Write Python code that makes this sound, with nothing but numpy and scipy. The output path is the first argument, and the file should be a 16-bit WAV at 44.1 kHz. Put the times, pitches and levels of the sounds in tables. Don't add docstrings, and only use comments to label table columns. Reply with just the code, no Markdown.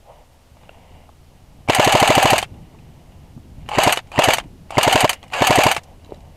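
import sys
import numpy as np
from scipy import signal
from scipy.fft import rfft, irfft
from scipy.io import wavfile
from scipy.ndimage import uniform_filter1d

SR = 44100
rng = np.random.default_rng(int(sys.argv[2]) if len(sys.argv) > 2 else 0)


def invert_db(x):
    u = np.asarray(x, float) / 20
    return 10 ** u


def int16_out(signal):
    q = np.round(np.clip(np.atleast_2d(signal).T, -1, 1) * 32767)
    wavfile.write(sys.argv[1], SR, q.astype(np.int16))


N = 280766
TIME = np.arange(N) / SR

# (frequency [Hz], density [dB per Hz])
HISS = [(71, -16.5), (120, -1), (189, -8), (477, -10), (677, -10.5), (885, -13.5), (1510, -20), (2530, -20),
        (2920, -19), (3380, -22), (12400, -29.5), (15200, -35), (16500, -68.5)]
HISS_DB = -55.5
# (time [s], level [dB])
GUSTS = [(0.03, -67), (.12, -37), (.24, -70), (.47, -71), (.55, -39.5), (.82, -44), (.95, -34), (1.1, -52),
         (1.5, -40), (2.49, -28), (2.85, -33.5), (3.25, -34.5), (3.6, -29), (4.1, -35), (4.47, -28.5),
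         (4.7, -36), (5.3, -36), (6.14, -35)]
# (frequency [Hz], wander [Hz], level at 0 s [dB], at 1.2 s [dB], at 6.4 s [dB])
ENGINE = [
    (79.4, 0.59, -55, -55, -48.5),
    (140, 1.8, -79, -56.5, -60),
    (253, 3, -72, -65.5, -62),
]
# (start [s], length [s], cloth level [dB], strap minus cloth [dB])
MOVES = [(0.063, 0.16, -48.5, -14.5), (0.584, 0.48, -55.5, -5.5), (1.306, 0.47, -67, -14),
         (2.444, 0.85, -61, -6), (3.575, 0.19, -59, -3), (3.996, 0.13, -60, -7), (4.405, 0.054, -51, -7),
         (4.654, .06, -68, -1), (5.128, 0.044, -43.5, -2.5), (5.215, 0.065, -49, -5),
         (5.78, 0.17, -54, -10), (6.005, 0.43, -58.5, -8), (6.065, 0.083, -59, -9)]
STILL_CLOTH_DB, STILL_STRAP_DB, MOVE_EDGE_S = -66.5, -95, 0.069

# (time [s], peak [dB], frequency [Hz])
THUDS = [(0.517, -31, 61.9), (0.95, -41, 83.4), (2.409, -48, 160), (2.518, -26.5, 99), (3.365, -22, 140),
         (3.582, -23.5, 68), (3.63, -22, 66.4), (4.447, -30, 150), (4.456, -29.5, 288), (5.778, -24, 133),
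         (6.124, -38, 80)]
# (time [s], peak [dB], frequency [Hz])
RUBS = [
    (0.119, -53, 560),
    (2.742, -43, 420),
    (3.375, -29.5, 250),
    (6.064, -42, 300),
    (6.092, -35, 453),
    (6.139, -37, 590),
]
# (time [s], peak [dB], low knock minus peak [dB], bright tick minus peak [dB])
KIT = [(0.5684, -44, 6.5, -23.5), (0.633, -39, 1, -18), (0.7454, -45, 3, -12), (1.0908, -51.5, 21, -25),
       (2.5411, -42.5, -8, -19), (2.7457, -49, 10.5, -19), (2.788, -39.5, -10, -17),
       (3.1208, -42, -14, -18), (3.3757, -64.5, 26, -12), (3.6611, -37, -5, -16), (3.6795, -36, -20, -12),
       (4.0716, -40, -13, -8), (4.1045, -46, -14, -16), (4.438, -37, -14, -10), (4.696, -36, -8, -18),
       (5.2287, -36.5, 4, -5), (5.2374, -31.5, 1, -10), (5.2796, -36, -16, -6), (5.3014, -32, -6, -17),
       (5.8346, -37.5, -15, 2.5), (5.9953, -47, -8, -15), (6.0462, -41, -12, -9), (6.144, -41, -7, -9),
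       (6.2053, -47, -10, -3)]
# (time [s], peak [dB])
BUCKLE_MODES = [(660, 5, 0.018), (1420, -1, .015), (2820, 3, 0.013)]
BUCKLE_TAPS = [
    (0.6928, -30.5),
]
CLASP_MODES = [(2960, 0, .009), (3940, 1.5, 0.014), (4500, -2, .008), (5400, -7, .007), (7000, -4, .008)]
CLASP_TAPS = [
    (6.038, -56),
    (6.0462, -41),
    (6.06, -50),
    (6.106, -48),
    (6.1444, -44),
    (6.159, -48),
    (6.2053, -51),
]
SLING_RING_MODES = [(2010, -3, 0.04), (3300, 2, .011), (4253, -5, .011), (6540, -4, 0.0091)]
SLING_RING_TAPS = [
    (5.229, -30.5),
]
POUCH_MODES = [(567, 6.5, 0.011), (413, 2, 0.016), (724, -9, 0.024)]
POUCH_TAPS = [
    (6.1095, -30),
    (6.1165, -37),
    (6.1215, -17.5),
]

# (frequency [Hz], level [dB], t60 [s])
HOUSING_KNOCK = [(408, -13, 0.018), (560, -8, 0.02), (703, -2, 0.022), (823, -1.5, 0.022),
                 (1092, -2, 0.018)]
HOUSING_SNAP = [(1510, -12, 0.013), (1800, -3.5, 0.0079), (2020, -3, 0.012), (2350, -4.5, 0.025),
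                (2830, -5, 0.036), (3140, -18, 0.006), (3630, -5.5, 0.012)]
# (time [s], peak [dB])
TRIGGER = [
    (1.6857, -18.5),
    (3.689, -21),
    (4.1173, -28),
    (4.7056, -21.5),
    (5.3224, -29),
]
# (time [s], peak
# [dB])
PICKUPS = [(1.7222, -9.5), (1.733, -4.5), (1.816, -8), (1.8936, -4), (1.9697, -4.5), (2.0448, -4),
           (2.121, -5.5), (2.1985, -2), (2.274, -2), (2.358, -5), (2.386, -4), (3.8108, -13), (3.8937, -3),
           (4.2203, -1.5), (4.3062, 1.5), (4.811, -4.5), (4.8968, -5), (4.9764, -5), (5.0644, -22),
           (5.077, -12), (5.109, -19), (5.3359, -6), (5.4437, -14), (5.526, -2.5), (5.6064, -2),
           (5.684, -6)]
# (time [s], peak [dB])
STALL = [
    (2.4159, -19),
    (3.9596, -17),
    (4.3709, -17),
    (5.1308, -12.5),
    (5.747, -16.5),
]
LATCH = [
    (2.4269, -8),
    (3.9729, -5.5),
    (4.3835, -5.5),
    (5.7648, -4.5),
]
BOUNCE = [
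    (2.4427, -24),
    (3.9902, -17.5),
    (4.399, -18),
    (5.7788, -18.5),
]
# (low knock minus peak [dB], bright tick minus peak [dB])
PICKUP_TONE = (-11, -15.5)
TRIGGER_TONE = (4, -5)
STALL_TONE = (-14, -3.2)
LATCH_TONE = (-3.5, -11.5)
BOUNCE_TONE = (-8, -30)
# (time [s], peak [dB])
TOOTH_KNOCKS = [(1.6772, -16), (3.6885, -10.5), (3.7085, -22), (3.7155, -13), (3.726, -16), (3.7345, -13),
                (3.7425, -22), (3.751, -8), (3.759, -19), (4.1173, -31), (4.141, -37), (4.148, -32),
                (4.173, -11), (4.7056, -29.5), (4.724, -30), (4.7302, -34), (5.3237, -32), (5.354, -19),
                (5.386, -18)]
# (frequency [Hz], level [dB], t60 [s])
TOOTH_MODES = [(838, 3, 0.018), (1030, -5.5, 0.016), (635, -17, .02), (2240, -7.5, 0.014),
               (2940, -7, 0.011)]

# (motor on [s], spring take-up [s], power off [s], standstill [s], coasting level [dB])
BURSTS = [
    (1.68, .012, 2.362, 2.455, -35),
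    (3.69, .07, 3.905, 4.008, -33),
    (4.118, .078, 4.325, 4.418, -34),
    (4.712, .078, 5.03, 5.155, -33),
    (5.312, .035, 5.715, 5.8, -36),
]
# (frequency [Hz], density [dB per Hz])
GRIND = [(200, -20.5), (500, -11.5), (1300, -8.5), (2000, -14), (3500, -15), (4800, -18.5), (5400, -32.5),
         (6500, -19.5), (9000, -32.5), (12500, -28), (14000, -49), (16000, -53)]
SLOW_GRIND = [(300, -34), (470, -13.5), (774, -4.5), (1690, -17.5), (2250, -17.5), (2850, -7.5),
              (3450, -25), (4800, -24), (5350, -38), (7200, -27), (9000, -36), (16000, -55)]
# (frequency [Hz], width [Hz], boost [dB])
RESONANCES = [(756, 530, 13), (1733, 110, 8.5), (2276, 170, 7.5), (2734, 93, -2), (2807, 540, 12.5),
              (4770, 1000, 2.5), (6370, 150, 2), (6860, 1300, 4.5), (8180, 1000, 8.5)]
# (harmonic number, level [dB])
WHINE = [(1, 2.5), (2, -18), (3, -6.5), (4, -18)]
# (frequency [Hz], gain [dB])
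RADIATION = [(300, -32), (560, -14), (690, -2), (800, 0), (900, -3), (1000, -9), (1250, -14), (1550, -2),
             (2600, 3), (4000, 0)]

# (time [s], blow [dB], nozzle clack [dB], mesh at end of draw [Hz], clack after slam [ms])
SHOTS = [(1.6981, -3.5, 1.5, 500.0, 49.4), (1.7973, -2.5, 1.5, 700.0, 48.1), (1.8757, -5, 1, 710.0, 47.5),
         (1.9521, -2.5, 0, 720.0, 47.4), (2.028, -2.5, 0, 725.0, 47.4), (2.104, -2.5, 0.5, 725.0, 47.2),
         (2.1798, -3, 1.5, 730.0, 47.2), (2.2563, -3.5, 2, 725.0, 47.6), (2.3326, -4, 1.5, 720.0, 47.6),
         (3.7854, -4, 2.0, 390.0, 48.7), (3.8751, -2.5, 3, 650.0, 48.8), (4.1906, -2, 3, 390.0, 48.6),
         (4.2866, -3.5, 4, 640.0, 47.8), (4.7822, -2, 1.5, 390.0, 48.2), (4.878, -3.5, 2, 660.0, 48.2),
         (4.9579, -3, 1.0, 690.0, 47.1), (5.045, -2.5, 2.5, 690.0, 48.3), (5.4216, -3.5, 2.5, 500.0, 47.9),
         (5.5076, -3, 0, 680.0, 47.7), (5.5872, -2.5, 1, 665.0, 47.9), (5.6662, -2, 0.5, 690.0, 47.7)]
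# (time from slam [ms], half width [ms], pressure [full scale])
PUFF = [
    (-10., .38, -.4),
    (-7.7, .4, .13),
    (-4.5, 1.15, .34),
    (-1.75, .95, -.52),
    (1., 1.4, .34),
    (7., 2.1, -.08),
]
# (frequency [Hz], level [dB], t60 [s])
RELEASE = [(944, -24, 0.02), (1500, -16.5, 0.01), (2090, -6.5, 0.017), (2570, -22, 0.013)]
# (frequency [Hz], level [dB], t60 [s])
SHELL = [(336, 15, .01), (425, 14, .011), (627, 0, .05), (745, 15, .015), (911, 15, .015),
         (1909, -12, .028)]
FAR_WALL = [(1055, -5, .042), (1568, 15, .006)]
SIDE_WALL = [(562, 0, 0.026)]
REBOUND = [(682, -5, 0.026), (400, -31, 0.023), (194, -24.5, 0.037)]
# (frequency [Hz], level [dB], t60 [s])
PLATE = [(854, -24.5, 0.019), (2260, -41, 0.064), (2995, -14.5, 0.049), (4720, -30.5, 0.04),
         (6570, -42, 0.02), (8300, -19, 0.039), (8610, -20.5, 0.034), (11000, -25, 0.035),
         (11700, -31, 0.08), (11800, -27, 0.03), (12760, -26.5, 0.039), (13600, -35, 0.034)]
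# (frequency [Hz], density [dB per Hz])
CLACK = [(180, -24), (300, -21), (701, 4.5), (1640, -2), (1900, 0.5), (2930, 3), (3400, -7.5), (4670, -2.5),
         (5250, -21), (6000, -5), (9550, -12), (11500, -13.5), (16000, -39)]


def unit(x):
    return x / np.sqrt(np.mean(x ** 2))


def noise():
    return rng.standard_normal(N)


def band(x, lo_hz, hi_hz):
    return signal.sosfilt(signal.butter(2, [lo_hz, hi_hz], "band", fs=SR, output="sos"), x)


def colour(x, spectrum, peaks=()):
    hz = np.fft.rfftfreq(4096, 1 / SR) + 1
    points = np.array(spectrum, float)
    db = np.interp(np.log(hz), np.log(points[:, 0]), points[:, 1])
    for centre, width, boost in peaks:
        db = db + boost / (1 + (2 * (hz - centre) / width) ** 2)
    fold = irfft(np.log(invert_db(db))) * np.r_[1, np.full(2047, 2), 1, np.zeros(2047)]
    response = irfft(np.exp(rfft(fold)))
    return signal.fftconvolve(x, response)[:N]


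def walk(rate):
    hold = int(SR / rate)
    steps = np.repeat(rng.standard_normal(N // hold + 1), hold)
    return unit(uniform_filter1d(steps, hold)[:N])


def place(times, shapes):
    out = np.zeros(N + shapes.shape[1])
    for s, shape in zip(times, shapes):
        start = int(s * SR)
        out[start:start + len(shape)] += shape
    return out[:N]


def fade(db, t60, rise_ms):
    t = np.arange(5000) / SR
    return np.outer(invert_db(db), (1 - np.exp(-t * 1000 / rise_ms)) * invert_db(-60 * t / t60))


def ring(times, db, modes, scatter_db, detune, contact_ms):
    t = np.arange(5000) / SR
    hz, mode_db, t60 = np.transpose(modes)[:, None, :, None]
    chance = rng.standard_normal((len(times), len(modes), 2))
    tone = np.sin(2 * np.pi * hz * (1 + detune * chance[..., :1]) * t)
    decay = invert_db(mode_db + scatter_db * chance[..., 1:] - 60 * t / t60)
    total = np.sum(decay * tone, axis=1)
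    return place(times, invert_db(db)[:, None] * total * (1 - np.exp(-t * 1000 / contact_ms)))


def grains(rate_hz, spread_db, bed):
    happens, side, size = rng.random((3, N))
    clicks = (happens < rate_hz / SR) * np.sign(side - .5) * invert_db(-spread_db * np.log(1 - size))
    return unit(unit(clicks) + bed * noise())


def hiss_and_rumble():
    hiss = invert_db(HISS_DB) * unit(colour(noise(), HISS))
    rumble = invert_db(-53.0 + 2.2 * walk(12)) * unit(band(noise(), 9.4, 63))
    return hiss + rumble


def engine():
    out = np.zeros(N)
    for hz, wander, *db in ENGINE:
        level = invert_db(np.interp(TIME, [0, 1.2, 6.4], db) + 2 + 1.6 * walk(5.3))
        out += level * np.sin(2 * np.pi * np.cumsum(hz + wander * walk(7)) / SR)
    return out


def wind():
    # (low edge [Hz], high edge [Hz], level [dB], flutter [Hz])
    eddies = [(22, 61, -7.5, 18), (68.0, 112.0, -8.5, 50), (99, 199, -5.5, 23), (167, 363, -14.0, 47)]
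    turbulence = sum(invert_db(db + 1.96 * walk(rate)) * unit(band(noise(), lo, hi)) for lo, hi, db, rate in eddies)
    return invert_db(np.interp(TIME, *np.transpose(GUSTS)) - 10.5) * turbulence


def clothing():
    start, length, move_db, less_db = np.transpose(MOVES)[..., None]
    moving = np.clip(np.minimum(TIME - start, start + length - TIME) / MOVE_EDGE_S + .5, 0, 1)
    cloth_level = invert_db(STILL_CLOTH_DB) + np.sum(moving * invert_db(move_db), axis=0)
    strap_level = invert_db(STILL_STRAP_DB) + np.sum(moving * invert_db(move_db + less_db), axis=0)
    cloth = cloth_level * invert_db(1.8 * walk(25)) * unit(band(band(grains(400, 1.2, 1.6), 450, 1000), 450, 1000))
    fibres = grains(460, 1.7, 0.68)
    webbing = unit(band(fibres, 1860, 2750) + band(fibres, 2610, 2960))
    return cloth + strap_level * invert_db(0.78 * walk(26)) * webbing


def bumps():
    rubs = [(s, db + 3.0, hz) for s, db, hz in RUBS]
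    s, db, hz = np.transpose(THUDS + rubs)
    tone = np.sin(2 * np.pi * np.outer(hz, np.arange(5000) / SR))
    return place(s, fade(db, 0.044, 1.0) * tone)


def taps():
    # (taps, modes, contact [ms])
    parts = [(TOOTH_KNOCKS, TOOTH_MODES, 1.6), (BUCKLE_TAPS, BUCKLE_MODES, .4), (CLASP_TAPS, CLASP_MODES, .4),
             (SLING_RING_TAPS, SLING_RING_MODES, .4), (POUCH_TAPS, POUCH_MODES, 1.5)]
    return sum(ring(*np.transpose(rows), modes, scatter_db=3.0, detune=0.016, contact_ms=ms)
               for rows, modes, ms in parts)


def contacts():
    parts = [(PICKUPS, PICKUP_TONE), (TRIGGER, TRIGGER_TONE),
             (STALL, STALL_TONE), (LATCH, LATCH_TONE), (BOUNCE, BOUNCE_TONE)]
    return [(*row, *tone) for rows, tone in parts for row in rows] + list(KIT)


def clicks():
    s, db, low_db, high_db = np.transpose(contacts())
    snap = ring(s, db - 6.5, HOUSING_SNAP, scatter_db=2.5, detune=0.0536, contact_ms=0.39)
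    knock = ring(s, db + low_db, HOUSING_KNOCK, scatter_db=1.5, detune=0.03, contact_ms=1.0)
    scrape = unit(band(noise(), 1177, 3100)) * place(s, fade(db - 18.0, 0.058, 0.27))
    tick = unit(band(noise(), 3700, 9700)) * place(s, fade(db + high_db - 11.0, 0.05, 0.078))
    return snap + band(knock, 280, 2200) + scrape + tick


def mesh():
    sag, draw_s, spin_s = .4, .06, .027
    s, end_hz = np.array(SHOTS)[:, [0, 3]].T
    last = np.r_[np.diff(s) > .12, True]
    release = np.r_[s - .01, s[last] + .07]
    order = np.argsort(release)
    following = order[np.minimum(np.searchsorted(release[order], TIME), len(order) - 1)]
    slack = np.clip((release[following] - TIME) / draw_s, 0, 1)
    starts = np.array([burst[0] for burst in BURSTS])
    current = np.maximum(np.searchsorted(starts, TIME) - 1, 0)
    running = np.maximum(TIME - starts[current], 0)
    hz = np.r_[end_hz, end_hz[last]][following] * (1 + sag * slack) * (1 - np.exp(-running / spin_s))
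    turns = np.cumsum(uniform_filter1d(hz, 300) * (1 + .006 * walk(150))) / SR
    return turns, uniform_filter1d(slack, size=300)


def rack(turns):
    tooth = turns / 3
    size = invert_db(2.5 * rng.standard_normal(N // 50))[tooth.astype(int)]
    return unit(.55 + size * np.exp(-(tooth % 1) / .28))


def whine(turns, slack):
    spring_db = 28 * (.3 - np.abs(slack - 0.21))
    tone = sum(invert_db(db + spring_db / k + 1.3 * walk(45)) * np.sin(2 * np.pi * k * turns) for k, db in WHINE)
    return colour(tone, RADIATION)


def motor_levels():
    first_draw_s, full_speed_s, slow_down_s, stop_s = .082, .13, .035, .02
    rest_db, draw_db, run_db, stop_db = -41, -21.5, -17, -14
    hum_above_grind_db = [4.5, -4.5, -4.5, -2.5]
    level, hum, fast = np.zeros((3, N))
    for on, take_up, off, stop, coast_db in BURSTS:
        s = [on, on + min(take_up, first_draw_s), on + first_draw_s, on + full_speed_s,
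             off, off + slow_down_s, stop - stop_s, stop]
        stages = [rest_db, draw_db, draw_db, run_db, run_db, coast_db, coast_db, coast_db + stop_db]
        db = np.interp(TIME, s, stages)
        hum_s = [on + take_up / 2, on + full_speed_s, off, off + slow_down_s]
        hum_db = np.interp(TIME, hum_s, hum_above_grind_db)
        edge = np.clip(np.minimum(TIME - on, stop - TIME) / 0.0036, 0, 1)
        fast += edge * np.interp(TIME, [on + take_up + 0.012, on + take_up + 0.039], [0, 1])
        level += edge * invert_db(db)
        hum += edge * invert_db(db + hum_db)
    return level, hum, fast


def gears():
    level, hum, fast = motor_levels()
    since_ms = np.arange(2200) / SR * 1000 - 24
    light = np.clip(np.minimum((since_ms + 36.3) / 50.0, (18.5 - since_ms) / 8.0), 0, 1)
    load = invert_db(-7. * place(np.array(SHOTS)[:, 0] - 24 / 1000, np.tile(light, (len(SHOTS), 1))))
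    turns, slack = mesh()
    seat = rack(turns)
    quick = unit(colour(seat * grains(840, 2.1, 1.12), GRIND, RESONANCES))
    slow = invert_db(0.5) * unit(colour(seat * grains(1500, 1.4, 2.6), SLOW_GRIND))
    grind = fast * quick + (1 - fast) * slow
    shell = unit(band(grains(240, 3.7, 1.0), 625, 940)) * invert_db(6.5 * walk(60))
    uneven = invert_db(1.2 * walk(110))
    singing = invert_db(-20.0) * shell + invert_db(-0.25) * whine(turns, slack)
    return load * level * invert_db(3.0) * uneven * grind + load ** 0.36 * hum * singing


def air_puff(s, blow_db):
    ms = np.arange(1100) / SR * 1000 - 13
    puff = sum(size * np.exp(-((ms - at) / width) ** 2) for at, width, size in PUFF)
    puff = puff - puff.mean() * 2 * np.hanning(len(ms))
    strength = invert_db(blow_db / 2 + .8 * rng.standard_normal(len(s)))
    return place(s - .013, np.outer(strength, puff))


def piston_slam(s, blow_db):
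    hit = s + -1. / 1000
    out = ring(hit, blow_db, SHELL, scatter_db=.8, detune=.005, contact_ms=2.)
    out -= ring(hit, blow_db, FAR_WALL, scatter_db=1.5, detune=.008, contact_ms=2.)
    out += ring(s, blow_db, SIDE_WALL, scatter_db=-2.5, detune=0.024, contact_ms=0.5)
    out += ring(s + 8.7 / 1000, blow_db, REBOUND, scatter_db=2.5, detune=0.02, contact_ms=1.0)
    out += ring(s - .0108, blow_db, RELEASE, scatter_db=3.0, detune=0.07, contact_ms=0.6)
    crack = unit(colour(noise(), GRIND, RESONANCES))
    out += crack * place(s - .0008, fade(blow_db - 0.75, 0.045, 0.27))
    return signal.sosfilt(signal.butter(2, 70, "high", fs=SR, output="sos"), out)


def nozzle_clack(home, clack_db):
    steel = ring(home, clack_db, PLATE, scatter_db=1.5, detune=0.015, contact_ms=0.43)
    rattle = unit(colour(grains(3000, 1.3, 1.0), CLACK))
    return steel + rattle * place(home, fade(clack_db - 11.0, 0.061, 0.33))


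def shots():
    s, blow_db, clack_db, _, clack_ms = np.transpose(SHOTS)
    return air_puff(s, blow_db) + piston_slam(s, blow_db) + nozzle_clack(s + clack_ms / 1000, clack_db)


def scene():
    rifle = shots() + gears()
    contact = clicks() + taps() + bumps()
    background = wind() + engine() + clothing() + hiss_and_rumble()
    return (rifle + contact + background)[None]


def low_pass(x):
    return signal.sosfilt(signal.butter(12, 16800, fs=SR, output="sos"), x)


def record(dry):
    overload, knee = .5, 8.4
    flat = dry / (1 + np.abs(dry / overload) ** knee) ** (1 / knee)
    top_cut = signal.ellip(8, .2, 70, 15750, fs=SR, output="sos")
    cut = signal.sosfilt(top_cut, flat)
    ending = np.clip((TIME[-1] - .0005 - TIME) / 0.00079, 0, 1)
    return low_pass((cut - .001) * ending)


dry = scene()
out = record(dry)
int16_out(out)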